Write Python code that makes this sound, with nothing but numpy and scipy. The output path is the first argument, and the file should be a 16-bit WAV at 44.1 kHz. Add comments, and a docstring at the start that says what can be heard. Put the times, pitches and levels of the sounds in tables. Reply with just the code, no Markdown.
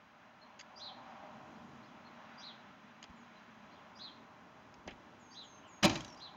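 """Distant traffic swells and fades throughout, made of coloured noise; small birds call with gliding tones.
Early on come a few handling clicks, later joined by dull knocks and soft bumps: short bursts of noise.
Near the end a pickup's canopy door is slammed about a metre from a hand-held phone in a quiet street.
Its blows ring the panels and the latch, crash as noise and echo off the street; the microphone overloads.
The door also chatters on its seal, and loose hardware rattles out as cracks and pings."""
import sys
import numpy as np
from scipy import signal
from scipy.fft import rfft, irfft
from scipy.io import wavfile
from scipy.ndimage import uniform_filter1d

SR = 44100
rng = np.random.default_rng(int(sys.argv[2]) if len(sys.argv) > 2 else 0)


def store_pcm(level_fs):
    """Save levels as 16-bit WAV."""
    pcm = np.round(np.clip(level_fs, -1, 1) * 32767).astype(np.int16)
    wavfile.write(sys.argv[1], SR, np.atleast_2d(pcm).T)


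N = 280476
TIME = np.arange(N) / SR  # seconds

# Blows of the slam: latch and seal, one hard rebound, then the door drops into its catch.
# Levels are relative, before the mix in slam(): start_s, panel_push_db, metal_crash_db
SLAM_BLOWS = [(5.8258, -40, -45), (5.8291, -29, -27), (5.8323, -34, -23), (5.839, -35, -24),
              (5.8431, -17.5, -20.5), (5.8485, -18, -17.5), (5.8528, -30.5, -20), (5.8626, -30, -41),
              (5.8965, -47, -30.5), (5.9555, -58, -33.5), (5.9597, -39.5, -38)]
# Ringing notes of the tailgate and canopy panels: pitch_hz, level_db, time_to_fall_60_db_s
PANEL_MODES = [(106, -12.5, 0.28), (178, 6, 0.048), (245.6, -6, 0.23), (313.6, -5, 0.15), (330, -2, 0.26),
               (371, -15.5, 0.16), (590, -1, 0.097), (626, -10, 0.12), (759, -14, 0.22), (903, -8, 0.11),
               (970, -10, 0.08), (1067, -7, 0.094), (1338, -24.5, 0.28), (1380, -27, 0.26)]
# Ringing notes of the steel latch and hinges: pitch_hz, level_db, time_to_fall_60_db_s
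LATCH_MODES = [(2070, -14, 0.15), (2350, -2.5, 0.14), (2370, -0.5, 0.11), (2486, 4, 0.1), (2580, 0, 0.088),
               (2960, 4, 0.048), (3166, 4.5, 0.044), (3250, -19, 0.15), (3820, -1, 0.075),
               (3910, -2.5, 0.11), (4070, 4.5, 0.052), (4165, -2, 0.12), (4620, -16, 0.079),
               (4840, 2, 0.048), (4880, -14, 0.088), (6340, -6, 0.1)]
# Colour of the clashing metal: frequency_hz, level_db
CRASH_COLOUR = [(60, -4), (200, 2), (330, 1.5), (460, -13), (600, 3.5), (1050, 2), (1400, -3), (2000, -2),
                (2400, -4.5), (2800, -0.5), (4000, -3.5), (5500, -7), (7000, -7), (9000, -18), (15000, -17)]
# Colour of the street's echo: frequency_hz, level_db
STREET_COLOUR = [(30, -3), (100, 3.5), (220, 5.5), (330, 6), (450, -14.5), (620, 0), (1000, -7.5),
                 (2000, -12), (4000, -16), (7000, -20), (15000, -38)]
# From just after the main blows, through the rebound and catch, the door chatters on its seal
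# at a steady rate, weakening as it goes
CHATTER_START_S, CHATTER_GAP_S = 5.878, 0.0172
CHATTER_PUSH_DB, CHATTER_CRASH_DB, CHATTER_FALL_DB_PER_S = -43, -34.5, 154

# Loudest ticks of loose hardware, before the lift in rattle(): start_s, level_db, pitch_hz
RATTLE_TICKS = [(5.9445, -50, 6400), (5.9755, -47, 3900), (6.0068, -42.5, 3210), (6.0472, -44, 3900),
                (6.0805, -52.5, 3900)]
# Colour of the rattle's cracks: frequency_hz, level_db
RATTLE_COLOUR = [(200, 8), (1100, -3), (1900, -7), (3200, 5), (4000, -4), (4900, -1), (6600, 0), (9000, -1),
                 (15000, -11)]
# Fainter ticks follow at uneven gaps as the hardware settles
SETTLE_START_S, SETTLE_GAP_S = 6.102, 0.024  # the gap is an average
SETTLE_DB, SETTLE_FALL_DB_PER_S, SETTLE_HZ = -57.5, 29, 6120

# Small clicks of handling: start_s, level_db, pitch_hz
HANDLING_CLICKS = [(.592, -53, 6700), (.5955, -46.5, 4720), (.6005, -47.5, 2660), (.6075, -52, 2920),
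                   (.611, -45.5, 4780), (3.028, -45.5, 3020), (3.0402, -47.5, 3200), (4.7415, -56.5, 5330),
                   (4.8762, -48.5, 6120), (4.9075, -56, 5100)]
# Colour of the clicks: frequency_hz, level_db
CLICK_COLOUR = [(200, -8), (1100, -6), (1600, 2), (2100, 5.5), (3100, 1), (3900, -3.5), (4900, 5),
                (5700, -10), (6600, 3.5), (9000, -28), (15000, -20)]
# Dull knocks as the door is moved: start_s, level_db
DOOR_KNOCKS = [(3.042, -58), (4.8785, -41), (4.8845, -50), (4.9085, -49.5)]
# Colour of the knocks: frequency_hz, level_db
KNOCK_COLOUR = [(40, -7), (150, -31), (280, 12.5), (450, 4), (700, 12), (1200, -1), (2300, 6.5), (3300, 1),
                (5000, -15), (12000, -49)]
# Soft bumps of the hand-held phone: start_s, level_db
PHONE_BUMPS = [(3.095, -52), (3.622, -58), (4.785, -67), (4.866, -51), (4.92, -51.5)]
# Colour of the bumps: frequency_hz, level_db
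BUMP_COLOUR = [(20, -2), (50, 0), (130, -12), (200, 3), (350, -25), (1000, -41)]

# Arched chirps, each led in by a lisp: start_s, level_db, top_pitch_hz, length_s, lisp_against_chirp_db
ARCHED_CHIRPS = [(0.793, -46.5, 4227, 0.12, -10), (1.57, -70.5, 3600, .043, -8),
                 (1.862, -69, 3710, .04, -3), (2.411, -49.5, 4230, .11, -8.5),
                 (3.743, -68.5, 3620, 0.054, -3), (3.987, -47.5, 4274, .11, -14.5),
                 (5.342, -50.5, 4103, .11, -10.5), (5.614, -65.5, 3070, 0.095, -22),
                 (6.195, -50, 4220, 0.098, -15.5)]
ARCH_DEPTH, ARCH_SKEW = 0.26, 0.78  # share of the top pitch lost at the ends; under 1 the top comes early
# The chirp's second voice: top against the first's; share of it lost at the ends
UNDER_RATIO, UNDER_DEPTH = 0.94, 0.27
# Each lisp starts just ahead of its chirp and runs into it
LISP_LEAD_S, LISP_S = 0.036, 0.056
# Lisp start against the chirp's top; shares by which its two voices climb
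LISP_RATIO, LISP_CREEP, LISP_RISE = 1.115, 0.063, 0.3
# Short, clean chips: start_s, level_db, top_pitch_hz, length_s
CLEAN_CHIPS = [(.414, -58.5, 4290, 0.026), (2.046, -63, 4300, .04), (3.355, -68, 4050, 0.035)]
CHIP_DEPTH = 0.09  # share of the top pitch lost at the ends
# Thin whistles that drop onto a held note: start_s, level_db, held_pitch_hz, length_s
THIN_WHISTLES = [(3.15, -75.5, 6510, 0.1), (5.19, -68.5, 6400, 0.22), (5.425, -64.5, 6347, .2),
                 (5.666, -64.5, 6530, 0.16), (6.06, -60.5, 5390, .095)]
WHISTLE_DROP, WHISTLE_DROP_S = 0.2, 0.023  # starts this share above the held note; time constant of the fall

# Cars on a distant road; swell_s sets how slowly each comes and goes:
# nearest_s, swell_s, tyre_roar_db, hiss_db, engine_rumble_db, exhaust_drone_db
PASSING_CARS = [(1.15, 0.47, -56, -62, -60.5, -58.5), (2.3, .4, -59.5, -60.5, -73.5, -62.5),
                (3.25, 0.31, -71, -64.5, -68, -65), (3.8, 0.43, -63.5, -65.5, -72, -72),
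                (4.5, 0.92, -62, -74.5, -63.5, -73.5), (6.3, 0.7, -60, -66.5, -63, -76)]
EXHAUST_LAG_S = 0.46  # the exhaust points backwards, so it is loudest after the car has passed
SCREENING = 1.566  # houses make the level fall faster than 1 / distance
TOWN_ROAR_DB, TOWN_HISS_DB, TOWN_RUMBLE_DB = -71, -65.5, -70.5  # steady wash behind the cars
HOWL_DB, HOWL_SWELL_S = -55.5, 0.21  # the first car's tyres howl while it is nearest
# Colour of the tyre roar: frequency_hz, level_db
TYRE_COLOUR = [(300, -32), (500, -14.5), (615, 1.5), (680, -6.5), (775, 0), (880, -2.5), (1040, 0),
               (1250, -9), (1700, -23), (3000, -50.5)]
# Colour of the road hiss: frequency_hz, level_db
HISS_COLOUR = [(700, -14.5), (1300, 6), (1800, 2), (2500, -2), (3400, -6.5), (4100, -10), (5000, -16.5),
               (6500, -18), (9000, -42), (15000, -14.5)]
# Colour of the engine rumble: frequency_hz, level_db
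RUMBLE_COLOUR = [(20, -34), (45, -17), (90, -6.5), (150, -5), (215, -3), (270, -0.5), (350, -7), (480, -10),
                 (800, -32)]
# Colour of the exhaust drone: frequency_hz, level_db
DRONE_COLOUR = [(70, -28), (130, -8.5), (195, -1), (222, 6.5), (245, 6), (290, -60)]
# Colour of the tyre howl: frequency_hz, level_db
HOWL_COLOUR = [(500, -28), (620, 6.5), (680, -3.5), (755, 9), (790, 11), (860, -1), (1020, 0), (1300, -77)]

# The phone's microphone, with two narrow notches and a steep shelf: frequency_hz, level_db
MIC_RESPONSE = [(20, 0), (3590, 0), (3680, -15), (3770, 0), (4230, 0), (4380, -19), (4520, 0), (6700, 0),
                (7400, -9), (8000, -23), (15000, -21)]
OVERLOAD_DB, SELF_NOISE_DB, TOP_HZ = -19, -89.5, 15800


def slam():
    """Each blow rings the panels and clashes the steel latch; the street's echo dies away more slowly."""
    times, push_db, crash_db = np.vstack([SLAM_BLOWS, chatter()]).T
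    push = impulses(times, push_db)
    clash = impulses(times, crash_db)
    panels = signal.fftconvolve(push, ring(PANEL_MODES))[:N]
    latch = signal.fftconvolve(clash, ring(LATCH_MODES))[:N]
    metal = noise(CRASH_COLOUR) * fade(clash, t60=0.033, rise=0.00054)
    echo = noise(STREET_COLOUR) * fade(push, t60=0.57, rise=0.017)
    return undb(-3.5) * panels + undb(-16.5) * latch + undb(0.5) * metal + undb(-18.5) * echo


def chatter(count=8, scatter_db=1.5):
    """Small bounces of the door on its seal lose strength on average, in rows like those of the slam."""
    t = CHATTER_GAP_S * np.arange(count)
    db = scatter_db * rng.standard_normal((count, 2)) + [CHATTER_PUSH_DB, CHATTER_CRASH_DB]
    db -= CHATTER_FALL_DB_PER_S * t[:, None]
    return np.column_stack([CHATTER_START_S + t, db])


def rattle():
    """Loose hardware knocks against itself after the slam; each contact cracks and pings."""
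    rows = list(RATTLE_TICKS) + settling()
    return undb(3) * ticks(rows, RATTLE_COLOUR, t60=0.016, tone_db=-4, tone_t60=0.03, ring_db=-15)


def settling(count=6, uneven=0.13, scatter_db=0.5, detune=0.069):
    """The last faint hardware ticks vary in gap, level and pitch, in rows like those of the rattle."""
    late, loud, sharp = rng.standard_normal((count, 3)).T
    t = SETTLE_GAP_S * (np.arange(count) + uneven * late)
    db = SETTLE_DB - SETTLE_FALL_DB_PER_S * t + scatter_db * loud
    hz = SETTLE_HZ * (1 + detune * sharp)
    return list(zip(SETTLE_START_S + t, db, hz))


def clicks():
    """Small hard contacts of handling, each a crack with a brief ping."""
    return ticks(HANDLING_CLICKS, CLICK_COLOUR, t60=0.02, tone_db=1, tone_t60=0.015, ring_db=-26)


def knocks():
    """Moving the door gives dull thuds with no clear pitch."""
    return taps(DOOR_KNOCKS, KNOCK_COLOUR, t60=0.071, ring_db=-18, ring_t60=0.15)


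def bumps():
    """The hand-held phone is bumped softly, giving mostly low-pitched noise."""
    return taps(PHONE_BUMPS, BUMP_COLOUR, t60=0.12, ring_db=-12, ring_t60=0.21)


def birds(echo_db=-7, echo_t60=0.47, wall_db=-6, wall_s=0.015, slide_db=-1.5, under_db=-6):
    """Small birds repeat a lisp and an arched chirp, others chip or whistle thinly; house fronts scatter them."""
    # Lisp and chirp have two voices: each side of the bird's voice box glides on its own
    lisps = [(s - LISP_LEAD_S, db + lisp_db, hz * LISP_RATIO, LISP_S)
             for s, db, hz, _, lisp_db in ARCHED_CHIRPS]
    upper = [row[:4] for row in ARCHED_CHIRPS]
    under = [(s, db + under_db, hz * UNDER_RATIO, length) for s, db, hz, length in upper]
    dry = song(lisps, climb(LISP_CREEP), attack=.15, release=.5, buzz_hz=170, buzz_depth=.008, rasp=.014)
    slide = song(lisps, climb(LISP_RISE), attack=.4, release=.3, buzz_hz=170, buzz_depth=.04, rasp=.045)
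    dry += undb(slide_db) * slide
    dry += song(upper, arch(ARCH_DEPTH), attack=.3, release=.33, buzz_hz=440, buzz_depth=.055, rasp=.017)
    dry += song(under, arch(UNDER_DEPTH), attack=.1, release=.12, buzz_hz=440, buzz_depth=.02, rasp=.02)
    dry += song(CLEAN_CHIPS, arch(CHIP_DEPTH), attack=.2, release=.2, buzz_hz=170, buzz_depth=.002, rasp=.003)
    dry += song(THIN_WHISTLES, drop, attack=.05, release=.3, buzz_hz=58.4, buzz_depth=.003, rasp=.008)
    # The nearest wall returns a late copy that overlaps each glide and beats with it
    near = np.interp(TIME - wall_s, TIME, dry)
    walls = rng.standard_normal(SR) * np.exp(-np.log(1000) * TIME[:SR] / echo_t60)
    echo = signal.fftconvolve(dry, walls / np.linalg.norm(walls))[:N]
    return dry + undb(wall_db) * near + undb(echo_db) * echo


def song(calls, glide, attack, release, buzz_hz, buzz_depth, rasp):
    """Gliding notes, shaken in pitch by a fast trill and an uneven rasp; attack and release are length shares."""
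    out = np.zeros(N)
    for start, db, pitch, length in calls:
        t = TIME[:int(length * SR)]
        done = t / length
        jitter = unit(butter(rng.standard_normal(SR), 400, "low"))[:len(t)]
        trill = np.sin(2 * np.pi * (buzz_hz * t + rng.random()))
        hz = pitch * glide(t, done) * (1 + buzz_depth * trill + rasp * jitter)
        envelope = np.minimum(np.minimum(done / attack, (1 - done) / release), 1)
        call = undb(db) * envelope * np.sin(2 * np.pi * np.cumsum(hz) / SR)
        first = int(start * SR)
        out[first:first + len(t)] += call[:N - first]
    return out


def arch(depth):
    """A glide that rises to the top pitch and falls back, `depth` lower at both ends."""
    return lambda t, done: 1 - depth * (1 - np.sin(np.pi * done ** ARCH_SKEW))


def climb(share):
    """A glide that rises evenly by `share` of its pitch."""
    return lambda t, done: 1 + share * done


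def drop(t, done):
    """A glide that falls quickly onto a held note."""
    return 1 + WHISTLE_DROP * np.exp(-t / WHISTLE_DROP_S)


def traffic(flutter_db=0.47):
    """Cars some streets away swell and fade over the town's wash: tyres first, then engine and exhaust."""
    nearest, swell_s, roar_db, hiss_db, rumble_db, drone_db = np.transpose(PASSING_CARS)
    ahead = np.array([swell(s, width) for s, width in zip(nearest, swell_s)])
    behind = np.array([swell(s + EXHAUST_LAG_S, width) for s, width in zip(nearest, swell_s)])

    def together(db, gains):
        """Separate cars add by power."""
        return np.sqrt(undb(db) ** 2 @ gains ** 2)

    layers = [(TYRE_COLOUR, np.hypot(together(roar_db, ahead), undb(TOWN_ROAR_DB))),
              (HISS_COLOUR, np.hypot(together(hiss_db, ahead), undb(TOWN_HISS_DB))),
              (RUMBLE_COLOUR, np.hypot(together(rumble_db, behind), undb(TOWN_RUMBLE_DB))),
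              (DRONE_COLOUR, together(drone_db, behind)),
              (HOWL_COLOUR, undb(HOWL_DB) * swell(nearest[0], HOWL_SWELL_S))]
    # The level of each layer wanders slightly on its own
    return sum(noise(colour) * gain * undb(flutter_db * walk(11)) for colour, gain in layers)


def swell(nearest_s, swell_s):
    """Gain of a car driving past on a straight road, 1 when it is nearest."""
    return np.hypot(1, (TIME - nearest_s) / swell_s) ** -SCREENING


def ticks(rows, colour, t60, tone_db, tone_t60, ring_db):
    """Light contacts of hard parts: each cracks and pings at its own pitch."""
    out = taps([row[:2] for row in rows], colour, t60, ring_db, ring_t60=0.1)
    for s, db, hz in rows:
        first = int(s * SR)
        out[first:first + SR] += ring([(hz, db + tone_db, tone_t60)])[:N - first]
    return out


def taps(rows, colour, t60, ring_db, ring_t60):
    """Small impacts: a short crack and a weaker after-ring, both of noise."""
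    blows = impulses(*np.transpose(rows))
    crack = fade(blows, t60, rise=0.00036)
    after_ring = undb(ring_db) * fade(blows, ring_t60, rise=0.0025)
    return noise(colour) * (crack + after_ring)


def ring(modes):
    """One second of free vibration; neighbours in the list move in opposite directions, so close pairs swell."""
    t = TIME[:SR]
    out = np.zeros(SR)
    for k, (hz, db, t60) in enumerate(modes):
        decay = np.exp(-np.log(1000) * t / t60)
        out += (-1) ** k * undb(db) * np.sin(2 * np.pi * hz * t) * decay
    return out


def fade(blows, t60, rise):
    """Amplitude of a dense ring: each blow adds energy, which spreads in `rise` s and then drains away."""
    keep = np.exp(-np.log(1e6) / (t60 * SR))
    spread = np.exp(-1 / (rise * SR))
    stored = signal.lfilter([1], [1, -keep], blows ** 2 + 1e-24)  # the tiny floor avoids zero energy
    return np.sqrt(signal.lfilter([1 - spread], [1, -spread], stored))


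def impulses(times, db):
    """One spike for each blow."""
    return np.bincount((np.asarray(times) * SR).astype(int), undb(db), N)[:N]


def noise(points):
    """Noise of rms 1, coloured by a spectrum."""
    return unit(irfft(rfft(rng.standard_normal(N)) * response(points), N))


def response(points):
    """Gain in every FFT bin of a spectrum given as (frequency_hz, level_db) points."""
    hz, db = np.transpose(points)
    bins_hz = np.arange(N // 2 + 1) * SR / N
    return undb(np.interp(np.log(bins_hz + 1), np.log(hz), db))  # + 1 avoids the log of zero


def walk(rate):
    """Slow random wander with a spread near 1, from `rate` random steps a second, smoothed."""
    k = int(SR / rate)
    steps = np.repeat(rng.standard_normal(N // k + 1), k)
    return 1.3 * uniform_filter1d(steps, k)[:N]


def butter(x, hz, kind, order=2):
    """Low- or high-pass filter."""
    return signal.sosfilt(signal.butter(order, hz, kind, fs=SR, output="sos"), x)


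def unit(x):
    """Scale to rms 1."""
    return x / np.sqrt(np.mean(x ** 2))


def undb(db):
    """Decibels to gain."""
    return 10 ** (np.asarray(db) / 20)


def scene():
    """Everything that reaches the phone."""
    door = slam() + rattle() + knocks()
    handling = clicks() + bumps()
    return (door + handling + birds() + traffic())[None]


def record(dry):
    """The microphone colours the sound and overloads on the slam; faint hiss is added and the top is cut."""
    heard = irfft(rfft(dry) * response(MIC_RESPONSE), N)
    limit = undb(OVERLOAD_DB)
    clipped = np.clip(heard, -limit, limit)
    hiss = undb(SELF_NOISE_DB) * noise([(9000, -4.0), (12000, -12.0), (15000, 3.5)])
    top_cut = signal.ellip(10, 0.2, 70, TOP_HZ, fs=SR, output="sos")
    return signal.sosfilt(top_cut, butter(clipped, 45, "high") + hiss)


dry = scene()
out = record(dry)
store_pcm(out)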